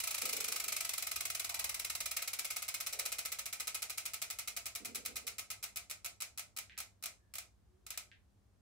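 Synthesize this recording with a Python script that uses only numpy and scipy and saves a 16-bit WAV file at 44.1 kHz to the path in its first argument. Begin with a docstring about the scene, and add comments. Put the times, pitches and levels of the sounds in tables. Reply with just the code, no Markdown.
"""A small workshop rumbles and hisses (shaped noise) under a faint hum (wavering sines) throughout.
From the start a bicycle's rear wheel coasts on a repair stand: three freehub pawls snap at every ratchet
tooth (noise bursts), hub, spokes and disc ring (damped modes) and the room answers (decaying noise tails).
Fingers shift on the camera early and again past halfway; dull scuffs, light ticks and faint squeaks come and go.
As the wheel slows the pawls drift apart into separate clicks, until it stops shortly before the end."""
import sys
import numpy as np
from scipy import signal
from scipy.fft import rfft, irfft, next_fast_len
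from scipy.io import wavfile
from scipy.ndimage import map_coordinates

SR = 44100
rng = np.random.default_rng(int(sys.argv[2]) if len(sys.argv) > 2 else 0)


def transcribe(u):
    """Save the signal u as a 16-bit wav file named by the first command-line argument.

    u: samples, shape (n,) or (channels, n), limited to [-1, 1]; the rate is SR.
    q: integer samples, one column per channel.
    """
    v = np.clip(np.atleast_2d(u).T, -1, 1)
    q = np.round(v * 32767).astype(np.int16)
    wavfile.write(sys.argv[1], SR, q)


N = 379680


def amp(db):
    """Decibels to an amplitude factor."""
    return 10 ** (np.asarray(db) / 20)


def unit(x):
    """Scale a sound to an RMS of one."""
    return x / np.sqrt(np.mean(x ** 2) + 1e-20)


def along(points, hz):
    """Read (frequency [Hz], value) points on a log frequency axis."""
    f, v = np.transpose(points)
    return np.interp(np.log(hz + 1), np.log(f + 1), v)


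def add(track, s, sound):
    """Mix a sound into a track at time s [s]."""
    start = max(round(s * SR), 0)
    part = track[..., start:start + sound.shape[-1]]
    part += sound[..., :part.shape[-1]]


def filtered(x, response):
    """Multiply the spectrum of x by a response of frequency, padded so that tails do not wrap round."""
    m = 2 * next_fast_len((N + SR) // 2)
    spectrum = rfft(x, m) * response(np.fft.rfftfreq(m, 1 / SR))
    return irfft(spectrum, m)[..., :N]


def causal(points, hz):
    """Minimum-phase response of a (frequency [Hz], gain [dB]) shape: the energy comes as early as it can."""
    cepstrum = irfft(np.log(amp(along(points, hz))))
    half = len(cepstrum) // 2
    # fold the backward half of the cepstrum onto the forward half
    cepstrum[1:half] *= 2
    cepstrum[half + 1:] = 0
    return np.exp(rfft(cepstrum))


def resonance(hz, centre, width):
    """Causal response of one damped mode, with unit gain at its centre."""
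    return 1j * hz * width / (centre ** 2 - hz ** 2 + 1j * hz * width)


def stereo(pair, alike):
    """Blend two unrelated signals into a left and right of a given correlation."""
    def mid_side(hz):
        angle = np.arccos(np.clip(along(alike, hz), -.97, .97)) / 2
        return np.array([np.cos(angle), np.sin(angle)])
    mid, side = filtered(pair, mid_side)
    return np.array([mid + side, mid - side])


# rumble colour, scaled to unit RMS: (frequency [Hz], relative level [dB])
RUMBLE_COLOUR = [(20, -35.5), (32, -24), (45, -10), (62, -2.5), (80, -7), (102, -7), (125, -16), (240, -21),
                 (400, -26), (1000, -45.5), (4000, -63)]
# rumble level before the rumble_db trim: (time [s], level [dB])
RUMBLE_LEVEL = [(0, -74), (1.0, -76.5), (1.15, -71.5), (2.05, -70), (2.25, -77.5), (5.1, -71), (6.5, -73.5),
                (8.6, -73)]
# hiss colour, scaled to unit RMS: (frequency [Hz], relative level [dB])
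HISS_COLOUR = [(150, -20), (370, -4.5), (700, -4.5), (1200, -8), (2500, -15), (6500, -16.5), (9500, -19),
               (15500, -26), (16300, -43)]
# hum partials: (frequency [Hz], RMS level [dB])
HUM = [(60, -82), (99, -79), (199.5, -84.5)]
# likeness of left and right, also for fingers and scuffs: (frequency [Hz], correlation)
WIDE_ALIKE = [(60, 0.63), (300, 0.33), (2000, 0.17), (10000, 0.27)]


def background(rumble_db=3.0, hiss_db=-81, waver=0.62):
    """Shaped noise makes rumble and hiss; sines with wandering phase (waver [rad]) make the hum."""
    t = np.arange(N) / SR

    def noise(colour):
        white = rng.standard_normal((2, N))
        return unit(filtered(white, lambda hz: amp(along(colour, hz))))

    rumble = amp(rumble_db + np.interp(t, *np.transpose(RUMBLE_LEVEL))) * noise(RUMBLE_COLOUR)
    hiss = amp(hiss_db) * noise(HISS_COLOUR)
    hum = np.zeros(N)
    for hz, db in HUM:
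        # four random points a second, smoothly joined
        wander = map_coordinates(rng.standard_normal(size=40), [t * 4])
        hum += amp(db) * unit(np.sin(2 * np.pi * hz * t + waver * wander))
    return stereo(rumble + hiss, WIDE_ALIKE) + hum


# the coasting wheel: (time [s], speed [ratchet teeth/s])
WHEEL_SPEED = [(0, 28.605), (1, 22.442), (1.3, 20.993), (3, 15.66), (4, 12.657), (4.9, 10.017),
               (5.4, 8.473), (6.4, 5.499), (7.3, 2.852), (8.2, 0)]
# drifting spacing of the pawls: (time [s], turn from first fall to last [teeth])
PAWL_SPREAD = [(0, 0.09), (.4, 0.099), (.65, 0.066), (1.75, 0.052), (2.9, 0.095), (4.6, .074), (7.35, .12),
               (7.87, .097)]


def tooth_falls(first_tooth=.028):
    """Integrate speed into turn; each tooth gives a first fall, the lag of its last fall and the speed.

    first_tooth is the turn [teeth] before the first pawl falls.
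    """
    t = np.arange(N) / SR
    speed = np.interp(t, *np.transpose(WHEEL_SPEED))
    turn = np.cumsum(speed) / SR
    teeth = np.arange(first_tooth, turn[-1])
    first = np.interp(teeth, turn, t)
    spread = np.interp(first, *np.transpose(PAWL_SPREAD))
    last = np.interp(teeth + spread, turn, t)
    return first, last - first, np.interp(first, t, speed)


def strike(grain, rise, t60):
    """A crowd of short-lived metal modes: noise that swells quickly and dies, scaled to unit RMS."""
    t = np.arange(grain.shape[-1]) / SR
    swell = 1 - np.exp(-(t / rise) ** 2)
    return unit(grain * swell * amp(-60 * t / t60))


# pawls: (place between first and last fall [0-1], gain at speed [dB], gain at a crawl [dB],
#         share of noise power kept from tooth to tooth [0-1])
PAWLS = [(0, -3, -5, 0.25), (.36, -9.5, 0, 0.23), (1, 1, 1, 0.45)]
# snap force against wheel speed: (speed [teeth/s], level [dB])
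SNAP_FORCE = [(1, -39.5), (9.7, -38.5), (13, -36.5), (16.5, -36.5), (20, -37), (26, -36)]


def pawls(scatter_db=1.48, jitter_s=.0004, crawl_lag_s=0.025):
    """Every fall is a blow on the hub and a burst of metal chatter that changes from tooth to tooth."""
    chatter, blows = np.zeros((2, N)), np.zeros((1, N))
    size = SR // 32
    starts, lags, speeds = tooth_falls()
    levels = np.interp(speeds, *np.transpose(SNAP_FORCE))
    for place, fast_db, slow_db, alike in PAWLS:
        grain = rng.standard_normal((2, size))
        for s, db, lag in zip(starts, levels, lags):
            fresh = rng.standard_normal((2, size))
            grain = np.sqrt(alike) * grain + np.sqrt(1 - alike) * fresh
            # the balance of the pawls shifts as their falls spread out in time
            pawl_db = np.interp(lag, [0, crawl_lag_s], [fast_db, slow_db])
            force = amp(db + pawl_db + scatter_db * rng.normal())
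            fall = s + place * (lag + jitter_s * rng.normal())
            add(chatter, fall, force * strike(grain, rise=0.00079, t60=0.042))
            # one sample with the energy of a whole burst
            add(blows, fall, force * np.full(1, np.sqrt(size)))
    return chatter, blows


# decay of the room: (frequency [Hz], time to fall 60 dB [s])
ROOM_T60 = [(300, 0.49), (1100, 0.26), (2800, 0.21), (7400, 0.24), (15000, 0.15)]
# colour of the room: (frequency [Hz], gain [dB])
ROOM_GAIN = [(500, -1.5), (2400, 2), (7000, -3), (12000, -5)]


def workshop(x, build_s=0.0042, steady=0.43, count=9):
    """The cluttered room's short noise tail; all but its steady share is redrawn count times a second."""
    wet, size = np.zeros((2, N)), SR // count
    starts = range(0, N, size)
    noise = rng.standard_normal(size=(len(starts) + 1, 2, 11000))
    pattern = np.sqrt(steady) * noise[0] + np.sqrt(1 - steady) * noise[1:]
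    hz, t, z = signal.stft(pattern, SR, nperseg=256)
    # each band decays at its own rate
    decay = amp(-60 * t / along(ROOM_T60, hz)[:, None])
    tails = signal.istft(z * decay, SR, nperseg=256)[1]
    tails *= 1 - np.exp(-np.arange(tails.shape[-1]) / SR / build_s)
    for start, tail in zip(starts, tails):
        tail = tail / np.linalg.norm(tail[0])
        add(wet, start / SR, signal.fftconvolve(x[:, start:start + size], tail, axes=1))
    return filtered(wet, lambda hz: amp(along(ROOM_GAIN, hz)))


CENTRE = np.array([[1], [0]])  # feeds only the part that reaches both microphones alike
# colour of chatter and ringing: (frequency [Hz], gain [dB])
SNAP_COLOUR = [(100, -22), (350, -17.5), (650, -7), (1000, -10.5), (1300, -4), (1750, -8.5), (2200, 2),
               (3100, -3), (4200, -1.5), (8000, 3), (10000, -1), (12500, 1), (15600, -2.5), (16300, -35.5)]
# modes of hub, spokes and disc: (frequency [Hz], width [Hz], peak gain before the snap colour [dB])
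WHEEL_MODES = [(691, 28, 1), (850, 90, -8), (1280, 48, 4), (2038, 75, -2), (2160, 55, -3), (2341, 50, -1),
               (2485, 75, 1), (2984, 28, -2), (4020, 170, 0), (5365, 250, -3), (6074, 55, -3),
               (7698, 220, -4), (8520, 260, -5), (11222, 80, 1), (11472, 80, -1), (14605, 36, 4)]


def freehub(chatter_db=-6.0, room_db=-6.5, ring_db=0, ring_room_db=-7):
    """The pawls' chatter, the ringing modes their blows excite and the room's answer to both."""
    chatter, blows = pawls()
    snaps = amp(chatter_db) * chatter + amp(room_db) * workshop(blows)

    def modes(hz):
        total = 0
        for k, (centre, width, db) in enumerate(WHEEL_MODES):
            total = total + (-1) ** k * amp(db) * resonance(hz, centre, width)
        return total

    # the direct ring arrives from the middle, its echoes from all round
    drive = amp(ring_db) * blows * CENTRE + amp(ring_room_db) * workshop(blows)
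    ringing = filtered(drive, modes)
    return filtered(snaps + ringing, lambda hz: causal(SNAP_COLOUR, hz))


# finger shifts, levels before envelope and channel trims: (time [s], thud level [dB], rub level [dB])
GRIP = [(0.228, -59, -53.5), (0.33, -62, -55), (0.375, -62.5, -55.5), (0.478, -68, -59.5), (0.66, -69, -64),
        (4.802, -57, -63), (4.868, -56.5, -61), (4.95, -62, -60.5), (5.088, -62, -59.5), (5.225, -70, -62)]
# thud, then rub resonance of the case: (frequency [Hz], half the width of each filter stage [Hz])
CASE = [(240, 49), (455, 82)]


def grip(slip_hz=40, slip_db=1.5, left_db=-1.5, right_db=4.0, rise_s=0.0055, t60_s=0.51):
    """Fingers stick and slip on the camera case, close to its right microphone: unsteady resonant noise."""
    t = np.arange(N) / SR
    slips = amp(slip_db * map_coordinates(rng.standard_normal(size=800), [t * slip_hz]))
    shift = (1 - np.exp(-t[:SR] / rise_s)) * amp(-60 * t[:SR] / t60_s)
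    track = np.zeros((2, N))
    for column, (centre, width) in enumerate(CASE, 1):
        rubbing = slips * rng.standard_normal((2, N))
        # squaring the response makes two stages in a row
        body = unit(filtered(rubbing, lambda hz: resonance(hz, centre, 2 * width) ** 2))
        power = np.zeros(N)
        for row in GRIP:
            add(power, row[0], (amp(row[column]) * shift) ** 2)
        track += body * np.sqrt(power)
    return stereo(track, WIDE_ALIKE) * amp([[left_db], [right_db]])


# scuffs and squeaks: (time [s], level before swell and decay [dB], centre [Hz], width [octaves],
#                      rise [s], time to fall 60 dB [s])
BUMPS = [(1.48, -51.5, 850, 0.36, 0.049, 0.92), (2.92, -54.5, 566, 0.35, .03, 0.88),
         (7.171, -78, 1720, 0.056, 0.052, 0.8), (7.66, -70, 367, 0.046, 0.054, 0.89)]


def bumps():
    """Dull scuffs (wide noise bands) and faint squeaks (narrow ones) that swell and fade."""
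    track, t = np.zeros((2, N)), np.arange(SR) / SR
    hz = np.fft.rfftfreq(SR, 1 / SR)
    for s, db, centre_hz, width, rise, t60 in BUMPS:
        band = np.exp(-.5 * (np.log2((hz + 1) / centre_hz) / width) ** 2)
        noise = unit(irfft(rfft(rng.standard_normal((2, SR))) * band))
        swell = 1 - np.exp(-t / rise)
        add(track, s, amp(db - 60 * t / t60) * swell * noise)
    return stereo(track, WIDE_ALIKE)


# light ticks from the bike: (time [s], level before the contact_db lift [dB])
TICKS = [(2.194, -42), (6.697, -49.5), (6.722, -54), (6.77, -53.5), (7.944, -50.5), (8.116, -51.5)]
# colour of a tick: (frequency [Hz], gain [dB])
TICK_COLOUR = [(900, -35), (1350, -16.5), (1600, -0.5), (2300, 0), (3500, -4.5), (5000, -14), (8000, -24),
               (15000, -60)]


def ticks(contact_db=30, room_db=0):
    """Soft, dull contacts: single-sample taps and their answer from the room, both coloured alike."""
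    taps = np.zeros((1, N))
    for s, db in TICKS:
        add(taps, s, np.full(1, amp(db + contact_db)))
    heard = taps * CENTRE + amp(room_db) * workshop(taps)
    return filtered(heard, lambda hz: causal(TICK_COLOUR, hz))


# likeness of left and right for the bike, limited to +-0.97 when read: (frequency [Hz], correlation)
BIKE_ALIKE = [(300, 0.18), (1300, 0.35), (2500, 0.0019), (4000, 0.054), (9300, -0.33), (10600, 0.87),
              (11800, 0.22), (12800, -0.51), (13600, -1), (14800, 0.61)]


def scene():
    """The background, the bike close by, the hand on the camera and the scuffs and squeaks."""
    bike = stereo(freehub() + ticks(), BIKE_ALIKE) * amp([[-.2], [.2]])  # left, right [dB]
    return background() + bike + grip() + bumps()


def record(dry, top_hz=16900):
    """The recorder keeps nothing above its band limit."""
    return filtered(dry, lambda hz: hz < top_hz)


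dry = scene()
out = record(dry)
transcribe(out)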